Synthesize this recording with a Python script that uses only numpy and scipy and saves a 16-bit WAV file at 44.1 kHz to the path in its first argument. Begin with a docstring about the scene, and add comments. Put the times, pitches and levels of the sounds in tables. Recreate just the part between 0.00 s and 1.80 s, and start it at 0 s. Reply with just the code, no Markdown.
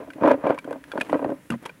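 """Hard baits rolling in a plastic tub

Outdoors, one microphone close to the tub, no echo; the air behind is very quiet, with a faint whine.
Round baits roll from side to side: two dense surges of small impacts, then knocks in ones and twos.
The stiff rim clacks in the hands, the tub is put down with a thud and handled once more.
Hits are sums of damped modes and short noise bursts; sliding, sleeves and air are coloured noise."""
import sys
import numpy as np
from scipy import signal
from scipy.fft import rfft, irfft
from scipy.io import wavfile
from scipy.ndimage import uniform_filter1d

SR = 44100
rng = np.random.default_rng(int(sys.argv[2]) if len(sys.argv) > 2 else 0)


def master_out(mix):
    """Clip the mix to full scale and print it as 16-bit PCM to the path in sys.argv[1]."""
    frames = np.transpose(np.atleast_2d(mix))
    ceiling = np.clip(frames, -1, 1)
    pcm = np.round(ceiling * 32767).astype(np.int16)
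    wavfile.write(sys.argv[1], SR, pcm)


N = 79380
RING_S = 0.16  # length computed for each hit


def amp(db):
    """Decibels to gain."""
    return 10 ** (np.asarray(db) / 20)


def unit(hit):
    """Scale a hit so that its energy equals that of 10 ms at level 1."""
    return hit / np.sqrt(np.sum(hit ** 2) / (0.01 * SR))


def low_cut(x, hz):
    """Remove the bass below a corner."""
    return signal.sosfilt(signal.butter(2, hz, "high", fs=SR, output="sos"), x)


def noise(spectrum, size):
    """Noise of level 1, coloured by a spectrum drawn straight over log frequency."""
    hz, db = np.array(spectrum, float).T
    freqs = np.maximum(np.fft.rfftfreq(size, 1 / SR), 1)
    gain = amp(np.interp(np.log(freqs), np.log(hz), db))
    coloured = irfft(rfft(rng.standard_normal(size)) * gain, size)
    return coloured / coloured.std()


def decay(t60):
    """A fall of 60 dB in t60 seconds."""
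    return np.exp(-np.log(1000) * np.arange(int(RING_S * SR)) / SR / t60)


SPOT_SCATTER_DB, SPOT_DETUNE = 2.5, 0.0085  # spread of mode level, and of pitch as a share of it


def ring(modes):
    """Damped modes; every strike spot weights and detunes them a little differently."""
    t = np.arange(int(RING_S * SR)) / SR
    total = np.zeros(len(t))
    for hz, db, t60 in modes:
        sign_draw, level_draw, pitch_draw = rng.standard_normal(3)
        gain = np.sign(sign_draw) * amp(db + SPOT_SCATTER_DB * level_draw)
        pitch_hz = hz * (1 + SPOT_DETUNE * pitch_draw)
        total += gain * np.sin(2 * np.pi * pitch_hz * t) * decay(t60)
    return unit(total)


def burst(spectrum, t60):
    """Many close modes that die together, as decaying noise."""
    return unit(noise(spectrum, int(RING_S * SR)) * decay(t60))


def add(out, start_s, hit):
    """Mix a hit in at its time."""
    i = max(int(start_s * SR), 0)
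    out[i:i + len(hit)] += hit[:N - i]


# Still outdoor air behind the tub: freq_hz, level_db (relative, per Hz)
AIR_SPECTRUM = [(25, -23), (50, 2), (85, -3), (170, 4), (280, -9), (600, -21.5), (1800, -10), (4500, -25.5),
                (10500, -26.5), (15500, -28)]
AIR_DB, WHINE_HZ, WHINE_DB = -55.5, 9994, -76


def air():
    """Still outdoor air as coloured noise, with a faint steady-pitched whine that wavers in level."""
    waver = uniform_filter1d(rng.standard_normal(N), size=1500)
    waver_gain = amp(2 * waver / waver.std())  # 2 dB spread
    tone = np.sqrt(2) * np.sin(2 * np.pi * WHINE_HZ * np.arange(N) / SR)
    return amp(AIR_DB) * noise(AIR_SPECTRUM, N) + amp(WHINE_DB) * waver_gain * tone


def rub(strokes, spectrum, grain_db):
    """Grainy friction: coloured noise that swells and stops with each stroke."""
    t = np.arange(N) / SR
    level = np.zeros(N)
    for peak_s, rise_s, fall_s, db in strokes:
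        level += amp(db) * np.interp(t, [peak_s - rise_s, peak_s, peak_s + fall_s], [0, 1, 0])
    grain = uniform_filter1d(rng.standard_normal(N), size=130)
    return level * amp(grain_db * grain / grain.std()) * noise(spectrum, N)


# Sleeves brushing as the arms move: peak_s, rise_s, fall_s, level_db
SLEEVE_STROKES = [(.93, 0.15, 0.14, -67), (1.10, 0.13, 0.21, -62.5), (1.47, 0.17, 0.13, -64.5),
                  (1.63, 0.015, 0.012, -59.5)]
# Colour of the cloth: freq_hz, level_db (relative, per Hz)
SLEEVE_SPECTRUM = [(1500, -11), (3500, -7), (6000, 1), (10500, 11), (15500, -5)]


def sleeves():
    """Sleeves brushing: bright friction with almost no grain."""
    return rub(SLEEVE_STROKES, SLEEVE_SPECTRUM, grain_db=0.5)


# Hands and the tub's underside sliding on each other and on the support:
# peak_s, rise_s, fall_s, level_db
SLIDE_STROKES = [(.905, 0.052, 0.068, -47.5), (1.085, 0.19, 0.14, -43), (1.522, 0.021, 0.048, -39.5),
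                 (1.661, 0.055, 0.072, -44)]
# Colour of the sliding: freq_hz, level_db (relative, per Hz)
SLIDE_SPECTRUM = [(120, -2), (300, 13.5), (900, 3), (2500, -4), (4500, -20), (10000, -26), (15500, -42)]


def slides():
    """Sliding contact on the tub: low, grainy friction."""
    return rub(SLIDE_STROKES, SLIDE_SPECTRUM, grain_db=3.5)


# Modes of the whole loaded tub on its support: pitch_hz, level_db (relative), t60_s
BASE_MODES = [(122.7, -1, 0.079), (180, -1, 0.049), (232.8, 3.5, 0.087), (307, -4.5, 0.065)]
# The tub landing and settling: start_s, level_db
THUDS_AT = [(1.502, -23), (1.521, -26), (1.534, -27), (1.556, -33)]
BASE_LOW_HZ = 119  # the whole tub radiates little below this


def thuds():
    """The tub is put down and rocks to rest; each contact rings the loaded tub's low modes."""
    out = np.zeros(N)
    for start_s, db in THUDS_AT:
        add(out, start_s, amp(db) * unit(low_cut(ring(BASE_MODES), BASE_LOW_HZ)))
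    return out


# Modes of the stiff rim: pitch_hz, level_db (relative), t60_s
RIM_MODES = [(565, 8, 0.016), (997, 5, 0.029), (1345, -2.5, 0.042), (1450, -3.5, 0.032), (1576, 3, 0.044),
             (1743, 0, 0.027), (2312, -5.5, 0.044), (2446, 0, 0.029), (2835, -6.5, 0.035),
             (3262, -9, 0.033), (4550, -11.5, 0.028), (10660, -16, 0.021)]
# Crack of a hard contact: freq_hz, level_db (relative, per Hz)
CRACK_SPECTRUM = [(300, -21.5), (1500, 7), (2800, 5.5), (4500, -8.5), (7000, -11.5), (10500, -8.5),
                  (12500, -19.5), (15500, -53)]
# Sharp plastic clacks: start_s, ring_level_db, lead_pitch_hz, crack_level_db (before the build-up)
CLACKS_AT = [(.103, -39, 1511, -51), (.134, -50, 1980, -50.5), (0.276, -33.5, 1450, -45),
             (.297, -42, 2340, -48), (0.315, -31, 1670, -42), (0.471, -36, 2333, -50),
             (0.493, -41, 1500, -50), (.504, -33, 1450, -54), (0.545, -49, 2340, -50),
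             (.578, -32.5, 1025, -72), (.587, -35.5, 2320, -38.5), (.644, -42, 1497, -53),
             (0.708, -44, 1600, -48.5), (.727, -41, 1574, -48), (.840, -48, 1664, -47.5),
             (.917, -32.5, 1406, -41), (0.918, -37, 3340, -64), (.977, -31.5, 1470, -53),
             (1, -44, 2200, -45), (1.01, -25.5, 1724, -34.5), (1.013, -23.5, 2476, -32.5),
             (1.098, -40, 1950, -45.5), (1.128, -32, 1300, -49.5), (1.244, -37, 1810, -54),
             (1.302, -44.5, 1560, -55), (1.503, -34, 1503, -33.5), (1.505, -37.5, 2760, -55),
             (1.521, -32.5, 1208, -48.5), (1.54, -46.5, 1920, -61), (1.654, -61, 2280, -42.5),
             (1.658, -37.5, 3280, -46), (1.66, -33.5, 920, -38), (1.694, -40, 2430, -63),
             (1.696, -43, 1504, -58.5)]
CRACK_T60_S, LEAD_MODE_BOOST_DB = 0.029, 17
CLACK_RISE_S = 0.0014  # build-up, to within 60 dB of full


def clacks():
    """Hard contacts crack and ring the rim; one mode leads, bent by the grip to the clack's own pitch."""
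    out = np.zeros(N)
    for start_s, ring_db, lead_hz, crack_db in CLACKS_AT:
        nearest_hz = min(RIM_MODES, key=lambda mode: abs(mode[0] - lead_hz))[0]
        modes = [(lead_hz, db + LEAD_MODE_BOOST_DB, t60) if hz == nearest_hz else (hz, db, t60)
                 for hz, db, t60 in RIM_MODES]
        rim_ring = amp(ring_db) * ring(modes)
        crack = amp(crack_db) * burst(CRACK_SPECTRUM, CRACK_T60_S)
        add(out, start_s, (rim_ring + crack) * (1 - decay(CLACK_RISE_S)))
    return out


# Modes of the tub's floor and walls: pitch_hz, level_db (relative), t60_s
TUB_MODES = [(269.4, -3.5, 0.12), (300.3, 1, 0.099), (409.7, -2.5, 0.049), (480, -1.5, 0.043),
             (556.5, 2, 0.055), (630, -0.5, 0.057), (698, -7.5, 0.058), (908, 1, 0.018), (1000, 1.5, 0.027),
             (1225, -11.5, 0.04), (1562, -7.5, 0.035), (1735, -17, 0.031), (2434, -10.5, 0.046)]
# The tub's dense short-lived modes: freq_hz, level_db (relative, per Hz)
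WASH_SPECTRUM = [(40, -45.5), (90, -8.5), (200, -8.5), (380, -12), (650, -4), (1300, -6.5), (2400, -10.5),
                 (4000, -19), (9000, -23.5), (15000, -16.5)]
WASH_DB, WASH_T60_S = -4.5, 0.037
TUB_LOW_HZ = 188  # an open tub radiates little bass


def tub_spot(modes):
    """The tub's answer to a tap at one spot: clear modes over a wash of dense ones."""
    clear = unit(low_cut(ring(modes), TUB_LOW_HZ))
    return clear + amp(WASH_DB) * burst(WASH_SPECTRUM, WASH_T60_S)


LOW_CUT_SHARE = 0.18  # low cut as a share of the corner: brighter knocks also sound thinner


def mode_band(x, corner_hz):
    """A knock is a band of tub modes, from a low cut up to its corner."""
    corner_hz = min(corner_hz, SR / 4)
    dulled = signal.sosfilt(signal.butter(2, corner_hz, fs=SR, output="sos"), x)
    return low_cut(dulled, LOW_CUT_SHARE * corner_hz)


# The mass of baits tumbling, level joined by straight lines: time_s, level_db
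TUMBLE_LEVEL = [(0, -35), (.12, -49.5), (.203, -35.5), (0.238, -21.5), (0.275, -20.5), (0.326, -23),
                (0.365, -38), (0.426, -34.5), (.458, -25), (0.509, -25.5), (.555, -35), (.615, -50),
                (0.71, -35), (0.798, -49), (.89, -50), (.97, -32.5), (1.05, -47), (1.151, -31), (1.21, -37),
                (1.308, -38.5), (1.34, -43), (1.47, -56.5)]
TUMBLE_PER_S, TUMBLE_CORNER_HZ = 750, 1450  # mean impact rate; corner of the hard impacts
HARDNESS_DB_PER_DB = 0.32  # how fast the hard share falls with the level
SOFT_SHARE = 0.27  # slowly rolling baits land duller, at this share of the tumble's corner
HIT_SCATTER_DB = 2.93


def tumble(spots=16):
    """A shower of small impacts on many spots; the faster the baits move, the harder they hit."""
    times_s, db = np.array(TUMBLE_LEVEL).T
    level_db = np.interp(np.arange(N) / SR, times_s, db)
    hardness = amp(HARDNESS_DB_PER_DB * (level_db - db.max()))  # 1 at the loudest
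    size = amp(level_db + HIT_SCATTER_DB * rng.standard_normal(N))
    out = np.zeros(N)
    for _ in range(spots):
        hits = size * (rng.random(N) < TUMBLE_PER_S / spots / SR)
        spot = tub_spot(TUB_MODES)
        hard = unit(mode_band(spot, TUMBLE_CORNER_HZ))
        soft = unit(mode_band(spot, TUMBLE_CORNER_HZ * SOFT_SHARE))
        out += signal.oaconvolve(hits * hardness, hard)[:N]
        out += signal.oaconvolve(hits * (1 - hardness), soft)[:N]
    return out / np.sqrt(TUMBLE_PER_S * 0.01)  # mean number of hits in 10 ms


# Single baits hitting the tub, harder contacts ringing higher: start_s, level_db, lead_pitch_hz
KNOCKS_AT = [(.001, -34, 480), (.020, -38, 410), (.075, -40, 480), (.084, -35, 286), (0.156, -37, 333),
             (0.182, -35.5, 705), (.212, -26.5, 480), (.222, -18.5, 553), (.235, -16, 970),
             (.241, -17, 580), (.247, -12, 626), (0.254, -23, 990), (0.26, -16, 720), (.269, -21, 590),
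             (.275, -12.5, 1030), (0.286, -20, 900), (.296, -21, 620), (.306, -16, 1040), (.312, -15, 1000),
             (.316, -21, 390), (.341, -19, 536), (.377, -29.5, 317), (.440, -22, 600), (.453, -20, 635),
             (.466, -17.5, 980), (.475, -18.5, 530), (.492, -29.5, 556), (0.498, -18, 580),
             (0.505, -14.5, 626), (.524, -33.5, 900), (.543, -32, 480), (0.65, -33, 300),
             (0.676, -31.5, 575), (.686, -34, 480), (.709, -25.5, 547), (.727, -30.5, 940),
             (.748, -40, 800), (0.758, -35, 630), (.936, -31.5, 732), (.955, -25, 516), (0.976, -26, 900),
             (.982, -22.5, 344), (1.012, -27.5, 630), (1.095, -29.5, 1000), (1.109, -29.5, 280),
             (1.129, -14.5, 750), (1.143, -23, 1160), (1.151, -18.5, 556), (1.158, -22, 500),
             (1.193, -27, 780), (1.217, -28.5, 630), (1.225, -23, 520), (1.246, -20.5, 716),
             (1.259, -22.5, 400), (1.277, -31.5, 595), (1.291, -23.5, 570), (1.302, -26.5, 423),
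             (1.317, -25.5, 520), (1.322, -27.5, 333), (1.539, -32.5, 910)]
LEAD_DB, LEAD_OCT = 7, 0.26  # boost of the modes near the lead pitch, and its reach in octaves
CORNER_PER_LEAD = 1.24  # a knock dies out above this multiple of its lead pitch
KNOCK_RISE_S = 0.0014  # the ringing takes a moment to spread over the tub


def knocks():
    """Single baits strike the tub; each contact brings out its own group of modes."""
    out = np.zeros(N)
    for start_s, db, lead_hz in KNOCKS_AT:
        modes = []
        for hz, mode_db, t60 in TUB_MODES:
            octaves_away = np.log2(hz / lead_hz)
            boost_db = LEAD_DB * np.exp(-(octaves_away / LEAD_OCT) ** 2)
            modes.append((hz, mode_db + boost_db, t60))
        spread = tub_spot(modes) * (1 - decay(KNOCK_RISE_S))
        add(out, start_s, amp(db) * unit(mode_band(spread, CORNER_PER_LEAD * lead_hz)))
    return out


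def scene():
    """Everything at one close microphone, with no walls to echo."""
    handling = sleeves() + slides() + thuds()
    return (air() + handling + clacks() + tumble() + knocks())[None]


MIC_LOW_HZ, TOP_HZ = 59.5, 15750  # the microphone's low cut; the recorder's upper limit


def record(dry):
    """The microphone thins the deep bass and the recorder cuts the top steeply."""
    top_cut = signal.ellip(10, 0.2, 80, TOP_HZ, fs=SR, output="sos")
    return signal.sosfilt(top_cut, low_cut(dry, MIC_LOW_HZ))


dry = scene()
out = record(dry)
master_out(out)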